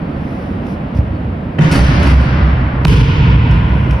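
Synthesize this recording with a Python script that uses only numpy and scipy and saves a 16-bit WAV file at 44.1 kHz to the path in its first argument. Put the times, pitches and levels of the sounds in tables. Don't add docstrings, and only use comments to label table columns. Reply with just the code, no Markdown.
import sys
import numpy as np
from scipy import signal
from scipy.fft import rfft, irfft, next_fast_len
from scipy.io import wavfile
from scipy.ndimage import uniform_filter1d, minimum_filter1d, map_coordinates

SR = 44100
rng = np.random.default_rng(int(sys.argv[2]) if len(sys.argv) > 2 else 0)


def wav_out(sig):
    wavfile.write(sys.argv[1], SR, np.round(np.clip(np.atleast_2d(sig).T, -1, 1) * 32767).astype(np.int16))


N = 176400

# frequency in Hz, T60 in seconds.
HALL_T60_S = [(60, 5.7), (150, 4), (400, 2.29), (1000, 7.5), (2500, 3.86), (5000, 1.85), (8000, 0.79),
              (11000, 0.65), (16000, .5)]
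# delay in seconds, level in dB.
EARLY_ECHOES = [(.0172, 21), (0.0293, 28), (.037, 18.5), (0.0449, 16)]
# frequency in Hz, left-right correlation (clipped to +-1 in use).
COHERENCE = [(100, 1), (280, 0.97), (500, 0.63), (900, -0.11), (1400, -0.12), (2500, 0.035), (5000, 0.81),
             (7300, -1.2), (9500, 0.46), (13000, 0.017)]
# time in seconds, level in dB.
RUMBLE_LEVEL_DB = [(0, -20), (.5, -19.5), (1.5, -21.5), (4, -19.5)]

# frequency in Hz, gain in dB.
RUMBLE_EQ_DB = [(15, -50.5), (27, -17.5), (45, -7), (75, 0), (120, -3), (190, -0.5), (290, -5.5),
                (390, -15), (570, -13.5), (800, -17), (1200, -22), (2000, -27.5), (2900, -34),
                (3800, -43.5), (5200, -52.5), (7000, -65), (9800, -62), (13000, -69), (15500, -79.5)]
SWISH_EQ_DB = [(500, -27), (3000, 1.5), (5500, 15), (7300, -6), (10000, 5), (12000, 1.5), (16000, -18)]
PAT_EQ_DB = [(80, -33), (300, -7), (1000, -27.5), (2600, -16), (4200, -32), (5500, -27), (7300, -43.5),
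             (10000, -38.5), (16000, -51.5)]
STEP_EQ_DB = [(25, -29), (70, 8), (120, 3), (200, -9.5), (400, -28), (2000, -52), (16000, -87)]
BOARD_EQ_DB = [(25, 17.5), (45, -5.5), (68, 21), (95, 8), (125, 19.5), (165, 19.5), (210, 5), (300, 7.5),
               (450, -5), (580, 0.5), (760, -7.5), (1150, -5.5), (2000, -6.5), (2900, -12), (4000, -18.5),
               (6000, -20.5), (9000, -31), (16000, -60.5)]
SOFT_BALL_EQ_DB = [(500, -2.5), (2000, -2), (4000, -9), (10000, -14)]
RATTLE_EQ_DB = [(100, -9.5), (400, 14), (1400, 9.5), (2800, 1.5), (4200, -20), (5800, -23), (7500, -61),
                (11000, -21), (16000, -44)]
KNOCK_EQ_DB = [(30, -20.5), (65, 18.5), (100, 2.5), (170, 1), (280, 0), (450, -14.5), (1200, -17),
               (2700, -22), (4000, -44), (16000, -61.5)]
JANGLE_EQ_DB = [(300, -50.5), (1500, -29), (2900, -20), (4000, -25), (5400, -22), (7300, -35.5),
                (9500, -28.5), (11500, -36), (13000, -48), (16000, -40)]
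NET_EQ_DB = [(500, -11), (3000, 2), (5000, 13), (7300, -8.5), (9000, 7), (10500, -7.5), (16000, -20)]
BOUNCE_EQ_DB = [(25, -26), (45, 17), (62, 26.5), (85, 14), (115, 23.5), (170, 17), (220, 2), (270, 10),
                (340, 0.5), (455, 4), (560, -13), (780, -15), (1200, -27.5), (1800, -12), (2500, -7.5),
                (3100, -11.5), (3900, -22.5), (5200, -22), (7000, -31.5), (10000, -29), (13000, -35.5),
                (16000, -28)]
CRACK_EQ_DB = [(60, 10), (300, 26), (1000, 27.5), (1800, 21.5), (2600, 25), (3300, 13.5), (4300, 15),
               (5600, 1), (7000, -20), (16000, -45)]
SNAP_EQ_DB = [(500, 0), (4000, 9), (10000, -8), (13000, -5.5), (16000, -7)]
SKIN_EQ_DB = [(3000, -0.5), (9000, -9.5)]
WALL_EQ_DB = [(150, -8.5), (1200, -4.5), (5000, -4.5)]
MIC_EQ_DB = [(15, -14), (33, 0), (11800, 0), (13200, -4.5), (15700, -4.5)]
# frequency in Hz, left minus right in dB.
PAN_DB = [(60, -1), (120, -1), (220, -2), (380, -5), (700, -2.5), (1250, 2), (2400, -0.3), (5000, 0)]

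# centre in seconds, half length in seconds, pitch in Hz, level in dB.
SOLE_SQUEAKS = [(.08, 0.1, 4540, -63), (1.16, 0.02, 4450, -55)]
# centre in seconds, half length in seconds, level in dB.
BRUSHES = [(0.372, .14, -59), (0.704, 0.038, -55.5), (0.975, 0.018, -53.5), (2.902, 0.044, -49.5),
           (2.993, .015, -51), (3.543, 0.033, -58.5), (3.851, .22, -59)]
# start in seconds, level in dB, T60 in seconds.
TAPS = [(0.667, -11, .012), (.948, -18.5, .03), (.971, -16, 0.022), (3.219, -12.5, .015),
        (3.233, -13.5, .015), (3.425, -14.5, .03), (3.511, -4.5, 0.044), (3.908, -2, 0.047),
        (3.931, -10.5, .04)]
# start in seconds, level in dB.
LANDINGS = [(.955, -7), (.988, 0), (1.108, -15)]
# start in seconds, level in dB.
PANEL_HITS = [(1.585, 2), (1.626, -3), (1.652, -3), (1.687, -8)]
# start in seconds, knock level in dB, jangle level in dB.
RIM_TOUCHES = [(1.712, 4, 3.5), (1.745, 4, -1), (1.776, -4.5, -6), (1.99, -8, -18), (2.025, -8.5, -13.5),
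               (2.06, -1.5, -10.5), (2.209, -18.5, -19)]

# frequency in Hz, level in dB, T60 in seconds, rise in seconds.
BOOM_MODES = [(62.9, -10, 4.8, 0.71), (72.1, -14, 6.4, .25), (126.9, -17, 13, 0.21),
              (157.4, 7.5, 0.33, 0.0034), (180.6, -3.5, 0.47, 0.0024), (233, -2, .22, .002),
              (343, -1.5, 0.08, 0.0015), (613, -9, 0.044, 0.0012)]
# frequency in Hz, level in dB, T60 in seconds.
PANEL_MODES = [(535, -25.5, 0.54), (775, -33.5, 0.51), (930, -24.5, 1), (1460, -22, 0.59),
               (1670, -31.5, .6), (1750, -25.5, .8), (1930, -20.5, 0.63), (2365, -29.5, .64),
               (2655, -29.5, .4), (3060, -29, .6), (3700, -32.5, 0.52)]
FLEX_MODES = [(193.3, -8, .16), (276, -9.5, .17), (350, -15, .15)]
STEEL_MODES = [(581, -28, 2), (1310, -33, 2), (1415, -33, 2), (1815, -32, 1.5), (2078, -32, 1.5),
               (2568, -35, 1.4), (2686, -35, 1.3), (2885, -34, 1.6), (3402, -38, 1.2), (4085, -41, 1.5),
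               (4511, -34, 2), (4830, -40, 1.6), (5260, -39, 1.7), (5680, -43, 1.5), (9092, -49, .9),
               (9194, -50, .9), (9725, -50, .7)]
BALL_MODES = [(455, -18, .14), (975, -14, .05), (2470, -13, 0.017)]
# frequency in Hz, bandwidth in Hz, gain in dB.
CAVITY_MODES = [(933, 94, -2.5), (1009, 58, -7), (1280, 97, -18), (1439, 110, -8), (2470, 140, -25),
                (2870, 26, -6.5), (3050, 40, -19.5)]

BOARD_S, BOUNCE_S = 1.592, 2.8523
LEFT_RIGHT = np.array([[1], [-1]])


def amp(db):
    return 10 ** (np.asarray(db) / 20)


def along(points, hz):
    knots_hz, values = np.transpose(points)
    return np.interp(np.log(hz + 1), np.log(knots_hz + 1), values)


def since(start_s):
    return np.maximum(np.arange(N) / SR - start_s, 0)


def swell(centre_s, half_s):
    return np.exp(-.5 * ((since(0) - centre_s) / half_s) ** 2)


def wobble(knots_per_s):
    return map_coordinates(rng.standard_normal(2000), [np.arange(N) * knots_per_s / SR], mode="wrap")


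def filtered(x, response):
    size = next_fast_len(N + SR // 2)
    return irfft(rfft(x, size) * response(np.fft.rfftfreq(size, 1 / SR)), size)[..., :N]


def eq(x, curve_db):
    size = 8192
    cepstrum = irfft(np.log(amp(along(curve_db, np.fft.rfftfreq(size, 1 / SR)))))
    cepstrum[1:size // 2] *= 2
    cepstrum[size // 2 + 1:] = 0
    kernel = irfft(np.exp(rfft(cepstrum)))
    return signal.oaconvolve(np.atleast_2d(x), kernel[None], axes=1)[:, :N]


def impulse(start_s, db):
    return amp(db) * (np.arange(N) == round(start_s * SR))


def envelope(start_s, t60_s, rise_s):
    t = since(start_s)
    return (1 - np.exp(-t / rise_s)) * amp(-60 * t / t60_s)


def chatter(start_s, t60_s, per_s, rise_s):
    contacts = (rng.random(N) < per_s / SR) * rng.standard_normal(N)
    burst = contacts * envelope(start_s, t60_s, rise_s)
    return burst / (np.linalg.norm(burst) + 1e-9)


def ring(start_s, hz, t60_s, rise_s, drift_rad):
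    phase = 2 * np.pi * hz * since(start_s) + drift_rad * wobble(14)
    return np.sin(phase) * envelope(start_s, t60_s, rise_s)


def struck(hits, modes, flutter_hz):
    sides = [sum(amp(db) * ring(0, hz, t60_s, .0018, drift_rad=.6) * wobble(flutter_hz)
                 for hz, db, t60_s in modes) for _ in range(2)]
    return signal.fftconvolve(hits[None], np.array(sides), axes=1)[:, :N]


def diffuse():
    def mid_side_gains(hz):
        angle = np.arccos(np.clip(along(COHERENCE, hz), -1, 1)) / 2
        return np.array([np.cos(angle), np.sin(angle)])
    mid, side = filtered(rng.standard_normal((2, N)), mid_side_gains)
    return np.array([mid + side, mid - side])


def in_hall(x, direct_db, gap_s=.014, build_s=.014):
    hz, t, spectrum = signal.stft(diffuse(), SR, nperseg=512)
    decay = amp(-60 * t / along(HALL_T60_S, hz)[:, None])
    tail = signal.istft(spectrum * decay, SR, nperseg=512)[1][:, :N]
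    tail *= 1 - np.exp(-since(gap_s) / build_s)
    early = [sum(amp(db) * chatter(s, .016, 14000, .00025) for s, db in EARLY_ECHOES) for _ in range(2)]
    response = tail + eq(early, WALL_EQ_DB)
    return amp(direct_db) * x + signal.fftconvolve(np.atleast_2d(x), response, axes=1)[:, :N]


def rumble():
    noise = eq(diffuse(), RUMBLE_EQ_DB)
    level_db = np.interp(since(0), *np.transpose(RUMBLE_LEVEL_DB))
    return amp(level_db) * noise / np.sqrt(np.mean(noise ** 2))


def squeaks(roughness_rad=1.9):
    return sum(amp(db) * swell(s, half_s) * np.sin(2 * np.pi * hz * since(0) + roughness_rad * wobble(90))
               for s, half_s, hz, db in SOLE_SQUEAKS)


def swishes():
    return eq(diffuse(), SWISH_EQ_DB) * sum(amp(db) * swell(s, half_s) for s, half_s, db in BRUSHES)


def pats():
    contacts = sum(amp(db) * chatter(s, t60_s, 6000, .0011) for s, db, t60_s in TAPS)
    return amp(-16) * eq(in_hall(contacts, direct_db=40), PAT_EQ_DB)


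def steps():
    hits = sum(impulse(s, db) for s, db in LANDINGS)
    return eq(in_hall(hits, direct_db=42.5), STEP_EQ_DB)


def fittings(contacts, count, t60_s=.06, ring_share=.35):
    t = np.arange(SR // 4) / SR
    hz = np.geomspace(600, 13000, count) * np.exp(.012 * rng.standard_normal(count))
    modes = np.sin(2 * np.pi * (hz[:, None] * t + rng.random((count, 1))))
    response = np.sqrt(hz) @ modes * amp(-60 * t / t60_s)
    rung = signal.fftconvolve(contacts, response / np.linalg.norm(response))[:N]
    return np.sqrt(1 - ring_share) * contacts + np.sqrt(ring_share) * rung


def backboard(waver_db=1.5):
    hit = impulse(BOARD_S, 0)
    buzz = amp(24) * chatter(BOARD_S - .004, t60_s=.16, per_s=6000, rise_s=.0011)
    slap = eq(in_hall(hit, direct_db=3) + eq(amp(15) * hit + buzz, SOFT_BALL_EQ_DB), BOARD_EQ_DB)
    depth_db = waver_db * np.tanh(since(BOARD_S) / .3)
    boom = sum(ring(BOARD_S, hz, t60_s, rise_s, drift_rad=.54) * amp(db + depth_db * wobble(9))
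               for hz, db, t60_s, rise_s in BOOM_MODES)
    clank = struck(sum(impulse(s, db) for s, db in PANEL_HITS), PANEL_MODES, flutter_hz=30.2)
    rattle = [fittings(chatter(1.584, t60_s=1.5, per_s=2500, rise_s=.001), count=110) for _ in range(2)]
    return slap + boom + clank + amp(20.5) * eq(rattle, RATTLE_EQ_DB)


def rim():
    hits = sum(impulse(s, db) for s, db, _ in RIM_TOUCHES)
    flex = sum(amp(db + mode_db) * ring(s, hz, t60_s, .005, drift_rad=.86)
               for s, db, _ in RIM_TOUCHES for hz, mode_db, t60_s in FLEX_MODES)
    hooks = sum(amp(db) * chatter(s, t60_s=.23, per_s=1500, rise_s=.0033) for s, _, db in RIM_TOUCHES)
    jangle = eq(in_hall(hooks, direct_db=26) + amp(32) * fittings(hooks, count=150), JANGLE_EQ_DB)
    shake = sum(amp(db + 10) * chatter(s, t60_s=.2, per_s=1200, rise_s=.002) for s, db, _ in RIM_TOUCHES)
    clatter = eq(fittings(shake, count=110), RATTLE_EQ_DB)
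    steel = amp(-6) * struck(hits, STEEL_MODES, flutter_hz=16)
    knock = eq(in_hall(hits, direct_db=18.5), KNOCK_EQ_DB)
    return knock + jangle + clatter + flex + steel


def net():
    return amp(-46) * eq(diffuse(), NET_EQ_DB) * swell(centre_s=2.1, half_s=.075)


def floor_dispersion(hz, lag_s=.0018, s_per_octave=.0017):
    return np.exp(-2j * np.pi * hz * (lag_s - s_per_octave * np.log2((hz + 1) / (1000 * np.e))))


def ball_cavity(hz):
    return sum(amp(db) * 1j * hz * width_hz / (mode_hz ** 2 - hz ** 2 + 1j * hz * width_hz)
               for mode_hz, width_hz, db in CAVITY_MODES)


def bounce(snap_lead_s=.00003):
    hit = impulse(BOUNCE_S, .91)
    echo = in_hall(hit, direct_db=24.5)
    ping = filtered(echo, ball_cavity)
    crack = eq(filtered(hit, floor_dispersion), CRACK_EQ_DB) * amp(-1.7 * LEFT_RIGHT)
    quiver = amp(-2.5) * eq(chatter(BOUNCE_S, t60_s=.06, per_s=8000, rise_s=.001), SKIN_EQ_DB)
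    snap = eq(hit + quiver, SNAP_EQ_DB)
    snap = filtered(snap, lambda hz: np.exp(1j * np.pi * hz * snap_lead_s * LEFT_RIGHT))
    thump = amp(11.5) * ring(BOUNCE_S + .0052, hz=146, t60_s=.042, rise_s=.0022, drift_rad=.2)
    smack = sum(amp(db) * ring(BOUNCE_S, hz, t60_s, .00046, drift_rad=.2) for hz, db, t60_s in BALL_MODES)
    return eq(echo, BOUNCE_EQ_DB) + ping + smack + crack + snap + thump


def mic_pair(hz, left_lead_s=.000045):
    lead_rad = 2 * np.pi * np.minimum(hz, 600) * left_lead_s
    return amp(along(PAN_DB, hz) * LEFT_RIGHT / 2) * np.exp(1j * lead_rad * LEFT_RIGHT / 2)


def limiter(x, limit_db, release_db_per_s):
    over_db = np.maximum(20 * np.log10(np.abs(x).max(0) + 1e-9) - limit_db, 0)
    recovery_db = release_db_per_s * since(0)
    gain = amp(recovery_db - np.maximum.accumulate(over_db + recovery_db))
    held = minimum_filter1d(gain, size=129)
    return x * uniform_filter1d(uniform_filter1d(held, size=65), size=65)


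def scene():
    mix = backboard() + rim() + bounce() + steps() + pats() + swishes() + squeaks() + net() + rumble()
    return filtered(mix, mic_pair)


def record(dry):
    x = limiter(dry, limit_db=2.5, release_db_per_s=21.5)
    x = filtered(x, lambda hz: amp(along(MIC_EQ_DB, hz)))
    x = limiter(x, limit_db=-.2, release_db_per_s=300)
    return filtered(x, lambda hz: hz < 15700)


dry = scene()
out = record(dry)
wav_out(out)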